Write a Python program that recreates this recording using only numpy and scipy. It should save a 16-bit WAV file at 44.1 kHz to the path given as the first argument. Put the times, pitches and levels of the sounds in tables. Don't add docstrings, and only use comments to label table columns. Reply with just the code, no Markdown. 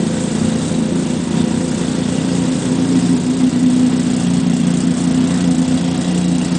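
import sys
import numpy as np
from scipy import signal
from scipy.io import wavfile
from scipy.ndimage import uniform_filter1d

SR = 44100
rng = np.random.default_rng(int(sys.argv[2]) if len(sys.argv) > 2 else 0)


def bounce(signal):
    frames = np.transpose(np.atleast_2d(signal))
    limited = np.clip(frames, -1, 1)
    pcm = np.round(limited * 32767).astype(np.int16)
    wavfile.write(sys.argv[1], SR, pcm)


def how_loud(loudness_db):
    steps = np.asarray(loudness_db, float) / 20
    return 10 ** steps


N = 290486

# (frequency [Hz], level [dB])
PIPE_SPECTRUM = [(15, -37.5), (45, -37), (75, -25), (110, -7.5), (160, 0.5), (240, 13), (330, -10.5),
                 (430, 5), (480, -16.5), (600, -24), (740, -13), (1200, -36.5), (1800, -59), (3000, -110)]
# (width [Hz], level from behind [dB], level from the side [dB])
PIPE_MODES = [(8, -28.5, -28.5), (11.9, -19, -18.5), (18, -21, -18), (22, -17.5, -6.5), (20, -9, -28.5),
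              (20, -14, -15.5), (25.1, -10.5, -34.5), (11.9, -16, -18), (60, -28.5, -18.5)]
PIPE_HZ = [60, 91, 128, 310, 350, 396, 445, 510, 740]
# (frequency [Hz], width [Hz], level [dB])
THUMP = [(214.8, 116, -1), (439, 223, -19.5), (99.4, 25, -15.5)]
# (frequency [Hz], level [dB])
HISS_SPECTRUM = [(2650, -8.5), (4500, -5), (6120, 3), (8260, 10.5), (8760, 5), (9900, -4), (12900, -38.5),
                 (21800, -120)]
# (frequency [Hz], level [dB])
BLOCK_SPECTRUM = [(350, 1), (600, -2), (740, -2.5), (1220, -7.5), (1950, -10), (2520, -10.5), (3330, -11.5),
                  (4630, -13.5), (6500, -16.5), (8450, -17.5), (14300, -120)]
# (width [Hz], level from behind [dB], level from the side [dB])
COVER_MODES = [(50.3, -14, -17), (306, -11.5, -18), (40, -18.5, -17), (90.5, -18.5, -14.5),
               (250, -16, -11.5), (35, -15, -21.5), (44.7, -19, -14.5), (49.7, -22, -19.5), (80, -24, -20),
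               (540, -18, -12.5)]
COVER_HZ = [950, 1500, 1950, 2810, 3350, 3600, 3895, 4400, 4890, 5300]
# (frequency [Hz], decay by 60 dB [s])
HALL_T60 = [(60, 0.66), (250, 0.89), (1000, 2.8), (4000, 1.54), (9000, 0.21)]
# (time [s], gain toward block [dB], gain toward exhaust [dB])
FACING = [(0, -0.5, 1.5), (.35, 1.5, 1), (.9, -.5, 1.5), (1.1, 0.5, .5), (1.27, -2, -.5), (1.36, 1, 0),
          (1.8, 0, 0.1), (2.5, 0, 1), (2.65, 0, 0.5), (2.9, 0.6, 0.5), (3.3, 0, -1.5), (3.7, -0.5, -2.5),
          (3.95, 0, -1.6), (4.45, 0, -2), (5.1, 0, 0), (5.7, -0.24, -0.2), (6.59, -0.5, -1.5)]
# (time [s], lead over a steady beat [turns])
HUNT = [(0, .19), (.2, -.045), (.445, -.165), (.69, -.055), (.886, -.25), (1.2, -.514), (1.8, -.645),
        (1.95, -.72), (2.31, -.58), (2.715, -.475), (2.85, -.59), (3.3, -.66), (3.59, -.45), (4.03, -.42),
        (4.43, -.27), (5, -.33), (5.74, -.17), (6.59, -.11)]
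# (time furthest behind [s], loss [turns], time spent slowing [s])
STUMBLES = [(.137, .08, .1), (.348, .21, .075), (.554, .3, .11), (.82, .14, .11), (1.099, .17, .075),
            (1.307, .22, .11), (1.509, .17, .107), (1.677, .105, .1), (1.882, .12, .073),
            (2.052, .16, .106), (2.12, .2, .068), (2.417, .115, .104), (2.553, .154, .04), (2.653, .16, .1),
            (3.215, .24, .09), (3.401, .24, .107), (3.697, .195, .07), (3.899, .18, .106), (4.1, .17, .072),
            (4.367, .19, .22), (4.533, .13, .105), (4.771, .15, .2), (4.905, .105, .1), (5.142, .18, .106),
            (5.615, .29, .17), (5.912, .13, .17), (6.348, .09, .1), (6.549, .07, .07)]
# (time [s], level [dB])
WEAK_BURNS = [(1.236, -6.5), (1.48, -2.5), (2.595, -2.5), (3.266, -2.5), (3.36, -4), (4.24, -2),
              (4.435, -3), (4.805, -2), (4.95, -6), (5.65, -6.5), (5.775, -4.5), (6.05, -4), (6.39, -3.5),
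              (6.49, -4.5)]
# (delay at start [ms], delay at end [ms], turning time [s], level then [dB],
# bend [dB/s^2])
SURFACES = [
    (5.57, 5.95, 2.2, -4.5, -0.1853),
    (7.47, 7, 3.14, -1.5, -10.5),
    (13.05, 12.01, 2.3, -5, 0.6956),
    (14.94, 16.15, 3.4, -4, -5),
    (23.72, 23.35, 3.95, -2, -0.21),
    (26.62, 25.97, 4, 0, -5.5),
    (39.7, 39.8, 1.97, -21, 1),
    (65.6, 50, 1.4, -6, -1),
]
# (early frequency [Hz], late frequency [Hz],
# time loudest [s], level then [dB], fade [dB/s^2])
BOOMS = [(297, 212, 3.7, -1.5, -3.5), (176, 178, 4.2, -6, -4), (258, 256, 5.8, -11, -5),
         (245, 240, .9, -11, -5), (510, 510, .9, -17, -3), (262, 240, 3.3, -12, -2), (177, 178, 5, -16, -2),
         (243, 238, 4.45, -6, -12), (510, 510, .2, -19, -8), (510, 510, 1.55, -18, -8)]
# (time [s], peak level [dB])
SNAPS = [(0.2377, -18.5), (3.264, -19.5), (3.6611, -22.5), (3.795, -20), (3.864, -23), (3.896, -22),
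         (3.9968, -18.5), (4.1647, -19.5), (4.2707, -20.5), (4.3385, -20), (4.4982, -18), (4.6688, -22),
         (4.7401, -22.5), (4.7721, -20), (4.804, -18.5), (4.8698, -22), (4.9706, -20), (5.2058, -22.5),
         (5.2717, -21), (5.3053, -22), (5.4081, -22), (5.4755, -18), (5.5089, -19), (5.5787, -23.5),
         (5.678, -19.5), (5.7743, -17), (5.8426, -19.5), (5.8775, -19.5), (5.913, -18.5), (5.9763, -19),
         (6.0102, -19.5), (6.11, -21.5), (6.1779, -14.5), (6.2114, -21), (6.2428, -18), (6.314, -25),
         (6.3495, -24), (6.3819, -21), (6.4472, -20.5), (6.55, -21)]
# (time [s], peak level [dB], frequency [Hz])
KNOCKS = [(0.1725, -23.5, 3490), (0.31, -23, 3890), (0.7462, -21, 3890), (1.8826, -20, 3360),
          (2.1829, -21, 2800), (2.9542, -20, 3270), (3.056, -23.5, 3660), (3.0894, -24, 3940),
          (3.6596, -21, 3600), (3.7638, -24, 3690), (4.0636, -25, 1730), (4.1, -22, 3390),
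          (4.597, -22, 2730), (4.6319, -24.5, 3340), (4.7701, -22, 3860), (5.2056, -22, 2820),
          (5.3727, -21, 3250), (5.542, -25, 3890), (5.7758, -20, 3940), (5.8785, -21, 3920),
          (5.9743, -23, 3900), (5.9958, -21, 1670), (6.0447, -21, 3890), (6.1764, -19.5, 2830),
          (6.2437, -20, 3830), (6.2776, -23, 2850), (6.4138, -19, 2790)]
# (middle time [s], frequency [Hz], level [dB])
BUZZES = [(.395, 4740, -42), (.647, 5340, -43), (1.382, 3700, -33.5), (1.41, 3600, -35.5),
          (1.384, 4680, -40.5), (1.692, 4820, -41.5), (2.325, 4910, -37.5), (2.664, 3300, -38),
          (2.871, 1120, -39.5), (3.03, 4850, -40), (3.416, 1200, -41), (3.419, 1980, -39.5),
          (3.538, 4300, -42), (3.913, 1200, -38), (3.924, 1900, -39.5), (4.145, 4820, -41.5),
          (4.815, 4900, -40), (5.004, 4390, -39.5), (5.216, 2930, -39.5), (5.785, 4740, -39.5),
          (6.255, 3960, -38.5), (6.415, 2930, -37.5), (6.563, 4820, -42.5)]
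# (frequency [Hz], width [Hz], time crossed [s], duration [s], level [dB])
SPOTS = [(268, 25, 0.45, 0.54, -5), (536, 38, 0.79, 1.1, -7), (492, 43, 0.89, 1.4, -8),
         (507, 12, .8, 0.66, 2.5), (345, 18, 1.3, 0.56, 2), (92, 13, 1.9, 1.3, 4),
         (582, 16, 2.1, 0.35, 3.5), (187, 25, 2.2, 0.26, 3.5), (260, 15, 2.7, .4, -2),
         (255, 24, 3.63, .3, 2.5), (241, 18, 4.7, 0.33, -0.5), (262, 25, 5.3, 0.46, 1),
         (3895, 100, .55, .3, 2), (3600, 80, 0.98, .8, 0), (340, 30, 3, 0.47, 3), (415, 65, 3.4, 1.2, 6),
         (109, 33, 3.5, 1.7, 3), (728, 25, 4.6, .8, -2), (510, 25, 4.3, 0.65, -1), (168, 20, 4.62, 0.35, 3),
         (203, 15, 4.2, 0.51, -7), (232, 15, 5.14, 0.41, -8), (530, 20, 4.1, 0.48, 2),
         (447, 14, 5.8, .8, 3), (680, 49, 5.8, 1.1, 5), (180, 15, 6.2, .4, 0.5), (3350, 250, 1.4, .4, -1),
         (3930, 100, 4.9, .5, -6), (2810, 220, 7.3, .7, 2.5), (213, 17, 3.17, .15, -7.5),
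         (212, 15, 3.85, .15, -5), (181, 20, 5.36, .12, -2), (255, 25, 1, 0.17, 3),
         (475, 30, 4.45, .15, -6), (455, 30, 3.4, .3, -4), (226, 14, 5.75, 0.39, -3.5),
         (259, 20, 5.6, .5, 1.5), (510, 25, .36, .07, -3.5), (265, 20, 3.95, .12, -2.5),
         (200, 50, 1.5, 0.13, 2.5)]
# (frequency [Hz], width [Hz], time crossed [s], duration [s], level [dB])
NODES = [(494, 20, 0.1, 0.22, 5), (470, 20, 0.1, 0.22, -6.5), (289, 16, 0.19, 0.22, -5.0),
         (427, 22, 0.29, 0.22, 4.5), (107, 27, 0.46, 0.22, 5.0), (333, 20, 0.67, 0.17, -7.5),
         (364, 20, 0.88, 0.18, 5), (118, 24, 0.99, 0.29, -4), (470, 20, 1.23, 0.22, -5.5),
         (183, 25, 1.4, 0.22, 4.5), (355, 20, 1.47, 0.22, 6.5), (538, 20, 2.1, 0.22, -9),
         (493, 13, 2.14, 0.22, 5.5), (366, 20, 2.37, 0.2, -6.5), (396, 20, 2.43, 0.22, -5.0),
         (129, 13, 2.84, 0.22, -5), (441, 20, 2.93, 0.22, 8), (301, 20, 3.01, 0.22, 3.5),
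         (376, 20, 3.02, 0.22, -5.0), (397, 20, 3.67, 0.22, -8.5), (484, 20, 3.83, 0.22, 5.5),
         (273, 20, 4.18, 0.17, -7.0), (107, 20, 4.3, 0.24, 5.5), (312, 18, 5.27, 0.2, -3),
         (405, 22, 5.61, 0.22, -6), (538, 20, 5.82, 0.22, 7.5), (450, 20, 6.21, 0.22, 4.5),
         (344, 20, 6.28, 0.22, -5.0), (308, 20, 6.29, 0.34, 5), (118, 20, 6.32, 0.22, -5.0)]
# (frequency
# [Hz], width [Hz], time crossed [s], duration [s], level [dB])
SHADES = [(8000, 3700, .2, .12, 1.5), (8000, 2600, 1.2, .2, -2), (8000, 3000, 2.6, 0.12, 2),
          (8000, 3000, 2.8, .1, -2.5), (8000, 3000, 3.1, .06, 1), (8000, 3000, 2.5, .12, -2),
          (8000, 3000, 5.3, .08, 1), (8000, 3000, 5, 0.055, 2.5), (8000, 3000, 5.9, .1, -1.7),
          (8000, 3000, 6.35, 0.084, 1.5), (3500, 2000, 0.3, .1, -0.7), (3500, 2000, 2, .2, 2),
          (3500, 2000, 4.87, .1, -2), (1600, 1200, 0.68, .2, -1), (1600, 1200, 3.2, .15, -1),
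          (1600, 1600, 3.97, .08, 0.3), (1600, 1200, 5.3, .2, 2.1), (1600, 1200, 5.8, .1, 0),
          (71.6, 12, 3, 6, -7)]

FIRINGS_PER_S, CATCH_UP_TURNS_PER_S = 29.65, 2.3
EXHAUST_DB, INTAKE_DB, CLATTER_DB = -15.5, -35.5, -30
INTAKE_BEAM, CLATTER_BEAM = 0.87, 0.94
PUFF_HIDDEN, PUFF_SEEN = 0.28, 0.56
FILTERS_SHOW_S, FILTERS_TURN_S = 2.68, 0.92
DIRECT_DB, SECOND_ORDER_DB = 2.8, -38
BOOM_WIDTH_HZ, WEAK_SPAN_S = 8, 0.022
KNOCK_DB, KNOCK_T60_S = -7, 0.029
BUZZ_S, BUZZ_WIDTH_HZ = 0.017, 260


def evened(x):
    return x / np.sqrt(np.mean(x ** 2) + 1e-20)


def columns(rows):
    s, *values = np.transpose(rows)
    return [np.interp(np.arange(N) / SR, s, v) for v in values]


def read(points, hz):
    f, value = np.transpose(points)
    return np.interp(np.log(hz + 1), np.log(f + 1), value)


def coloured(x, points):
    size = 2 ** 14
    hz = abs(np.fft.fftfreq(size, 1 / SR))
    log_gain = np.log(how_loud(np.maximum(read(points, hz), -100)))
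    taps = np.fft.ifft(np.exp(np.conj(signal.hilbert(log_gain)))).real
    return evened(signal.oaconvolve(x, taps[:size // 2])[:N])


def ring(x, hz, width, order=1):
    pole = np.exp((2j * np.pi * hz - np.pi * width) / SR)
    return evened(signal.lfilter([1], np.poly([pole] * order), x).imag)


def drifting(spread_db, count=12):
    knots = rng.standard_normal(count)
    return how_loud(spread_db * np.interp(np.arange(N), np.linspace(0, N, count), knots))


def hall(x):
    taps = np.zeros(SR)
    at = np.arange(500, SR - 20, 20)
    taps[at + rng.integers(0, 20, len(at))] = rng.choice([-1., 1.], len(at))
    hz, t, z = signal.stft(taps, SR, nperseg=1024)
    decay = how_loud(-60 * t / read(HALL_T60, hz)[:, None])
    tail = signal.istft(z * decay, SR, nperseg=1024)[1]
    warm = np.concatenate([x[:SR][::-1], x])
    return signal.fftconvolve(warm, tail / np.linalg.norm(tail))[SR:SR + N]


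def walked(x):
    t = np.arange(N) / SR
    out = x
    for hz, width, s, lasting, db in SPOTS + NODES + SHADES:
        change = how_loud(db * np.exp(-((t - s) / lasting) ** 2)) - 1
        out = out + change * signal.lfilter(*signal.iirpeak(hz, hz / width, SR), x)
    return out


def echoed(x):
    now = np.arange(N)
    out = how_loud(DIRECT_DB) * x
    for from_ms, to_ms, s, db, bend in SURFACES:
        delay_ms = from_ms + (to_ms - from_ms) * now / N
        level = how_loud(np.maximum(db + bend * (now / SR - s) ** 2, -60))
        out = out + level * np.interp(now - delay_ms * SR / 1000, now, x)
    return out


def booms(drive):
    t, out = np.arange(N) / SR, 0
    decay = np.exp(-np.pi * BOOM_WIDTH_HZ / SR)
    for early_hz, late_hz, s, db, fade in BOOMS:
        hz = early_hz + (late_hz - early_hz) * t * SR / N
        turn = np.exp(2j * np.pi * np.cumsum(hz) / SR)
        wave = turn * signal.lfilter([1], [1, -decay], drive / turn)
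        out = out + how_loud(db + fade * (t - s) ** 2) * evened(wave.real)
    return out


def firings(jitter_ms=0.37):
    lead, = columns(HUNT)
    t = np.arange(N) / SR
    lag = 0
    for s, lost, slowing in STUMBLES:
        lag = lag + np.interp(t, [s - slowing, s, s + lost / CATCH_UP_TURNS_PER_S], [0, lost, 0])
    turns = FIRINGS_PER_S * t + uniform_filter1d(lead - lag, size=900) + 1
    slips = np.interp(turns, np.arange(260), rng.standard_normal(260))
    return np.maximum.accumulate(turns + slips * jitter_ms * FIRINGS_PER_S / 1000)


def blows(turns, spread_db):
    whole = turns.astype(int)
    strength = how_loud(spread_db * np.clip(rng.standard_normal(260), -1.6, 1.6))[whole]
    return np.diff(whole, prepend=whole[0] - 1) * strength, strength


def puffs(turns, delay, decay):
    since = (turns - delay) % 1
    return (1 - np.exp(-since / 0.02)) * np.exp(-since / decay)


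def frame_drone(turns):
    return how_loud(SECOND_ORDER_DB) * np.sin(4 * np.pi * uniform_filter1d(turns, size=6000))


def snaps():
    t = np.arange(N) / SR
    gate = sum(how_loud(db - 4600 * np.maximum(t - s, 0)) * (t >= s) for s, db in SNAPS)
    return how_loud(-8) * gate * coloured(rng.standard_normal(N), HISS_SPECTRUM)


def clatter():
    t, out = np.arange(2000) / SR, np.zeros(N + 2000)
    for s, db, hz in KNOCKS:
        fall = how_loud(db + KNOCK_DB - 60 * t / KNOCK_T60_S)
        out[round(s * SR):][:len(t)] += fall * np.sin(2 * np.pi * hz * t)
    noises = rng.standard_normal((len(BUZZES), len(t)))
    swell = np.exp(-((t - t.mean()) / BUZZ_S) ** 2)
    for (s, hz, db), noise in zip(BUZZES, noises):
        buzz = how_loud(db) * swell * ring(noise, hz, BUZZ_WIDTH_HZ)
        out[round((s - t.mean()) * SR):][:len(t)] += buzz
    return out[:N]


def intake(turns):
    hiss_db = INTAKE_DB + INTAKE_BEAM * columns(FACING)[0]
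    seen = np.clip((np.arange(N) / SR - FILTERS_SHOW_S) / FILTERS_TURN_S, 0, 1)
    share = np.clip(PUFF_HIDDEN + (PUFF_SEEN - PUFF_HIDDEN) * seen, 0, 1)
    _, strength = blows(turns, 2.3)
    gulp = puffs(turns, 0.03, 0.6) + 1.4 * puffs(turns, 0.07, 0.03)
    gate = 1 - share + share * strength * evened(gulp)
    flutter = drifting(1.0, count=60)
    return how_loud(hiss_db) * flutter * coloured(gate * rng.standard_normal(N), HISS_SPECTRUM)


def valve_gear(turns):
    clatter_db = CLATTER_DB + CLATTER_BEAM * columns(FACING)[0]
    _, strength = blows(turns, 2.2)
    busy = .8 + strength * evened(puffs(turns, 0.016, 0.34))
    struck = rng.random(N) < 4500 * busy / SR
    force = how_loud(2.34 * np.minimum(rng.exponential(1, N), 4))
    ticks = struck * force * rng.standard_normal(N)
    part = rng.integers(0, len(COVER_MODES) + 1, N)
    rush = 0.17 * evened(ticks * (part == len(COVER_MODES)))
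    rush = rush + (1 + 0.031 * busy) / 2 * rng.standard_normal(N)
    side = np.arange(N) / N
    rings = 0
    for k, (hz, (width, behind_db, side_db)) in enumerate(zip(COVER_HZ, COVER_MODES)):
        level = how_loud(behind_db + side * (side_db - behind_db))
        rings = rings + level * drifting(1.5) * ring(ticks * (part == k), hz, width)
    return how_loud(clatter_db) * evened(coloured(rush, BLOCK_SPECTRUM) + rings)


def exhaust(turns):
    t = np.arange(N) / SR
    clicks, strength = blows(turns, 0.86)
    weak_db = sum(db * np.exp(-((t - s) / WEAK_SPAN_S) ** 2) for s, db in WEAK_BURNS)
    clicks = clicks * how_loud(weak_db)
    level_db = EXHAUST_DB + columns(FACING)[1]
    thump = -sum(how_loud(db) * ring(clicks, hz, width, order=2) for hz, width, db in THUMP)
    gas = (0.24 + evened(puffs(turns, 0.0052, 0.73))) * rng.standard_normal((2, N))
    rush = coloured(.5 * evened(clicks) + evened(gas[0]), PIPE_SPECTRUM)
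    drive = evened(clicks) + .9 * evened(gas[1])
    side = np.clip((t - 1.8) / 2.4, 0, 1)
    modes = 0
    for hz, (width, behind_db, side_db) in zip(PIPE_HZ, PIPE_MODES):
        level = how_loud(10.0 + behind_db + side * (side_db - behind_db))
        modes = modes + level * ring(drive, hz, width)
    near = evened(echoed(thump)) + booms(thump + .25 * evened(thump) * gas[0])
    near = near + how_loud(-9.5) * evened(rush + modes)
    return how_loud(level_db) * evened(near + how_loud(-7.5) * hall(near))


def scene():
    turns = firings()
    gear = valve_gear(turns) * drifting(0.85, count=45)
    parts = frame_drone(turns) + snaps() + intake(turns) + gear + exhaust(turns)
    return (walked(parts) + clatter())[None]


def starved(x, from_hz=5100, under_db=-2.7, cut_db=-26):
    hz, _, z = signal.stft(x, SR, nperseg=256)
    power = uniform_filter1d(abs(z) ** 2, size=2, axis=1)
    bands = power[:128].reshape(32, 4, -1).mean(1)
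    weak = bands < uniform_filter1d(bands, size=60, axis=1) * how_loud(2 * under_db)
    weak = np.repeat(weak, 4, 0) & (hz[:128, None] > from_hz)
    z[:128] *= np.where(weak, how_loud(cut_db), 1)
    return signal.istft(z, SR, nperseg=256)[1][:N]


def top_cut(x):
    return signal.sosfilt(signal.butter(12, 10050, fs=SR, output="sos"), x)


def record(dry):
    thin = signal.sosfilt(signal.butter(3, 80, "high", fs=SR, output="sos"), dry[0])
    thin = thin + how_loud(-52.0) * ring(rng.standard_normal(N), 23, 40)
    rounded = starved(1.144 * np.tanh(thin))[None]
    band_limit = signal.firwin(511, 10150, window=("kaiser", 9), fs=SR)
    limited = signal.oaconvolve(rounded, band_limit[None], "same")
    return top_cut(limited)


dry = scene()
out = record(dry)
bounce(out)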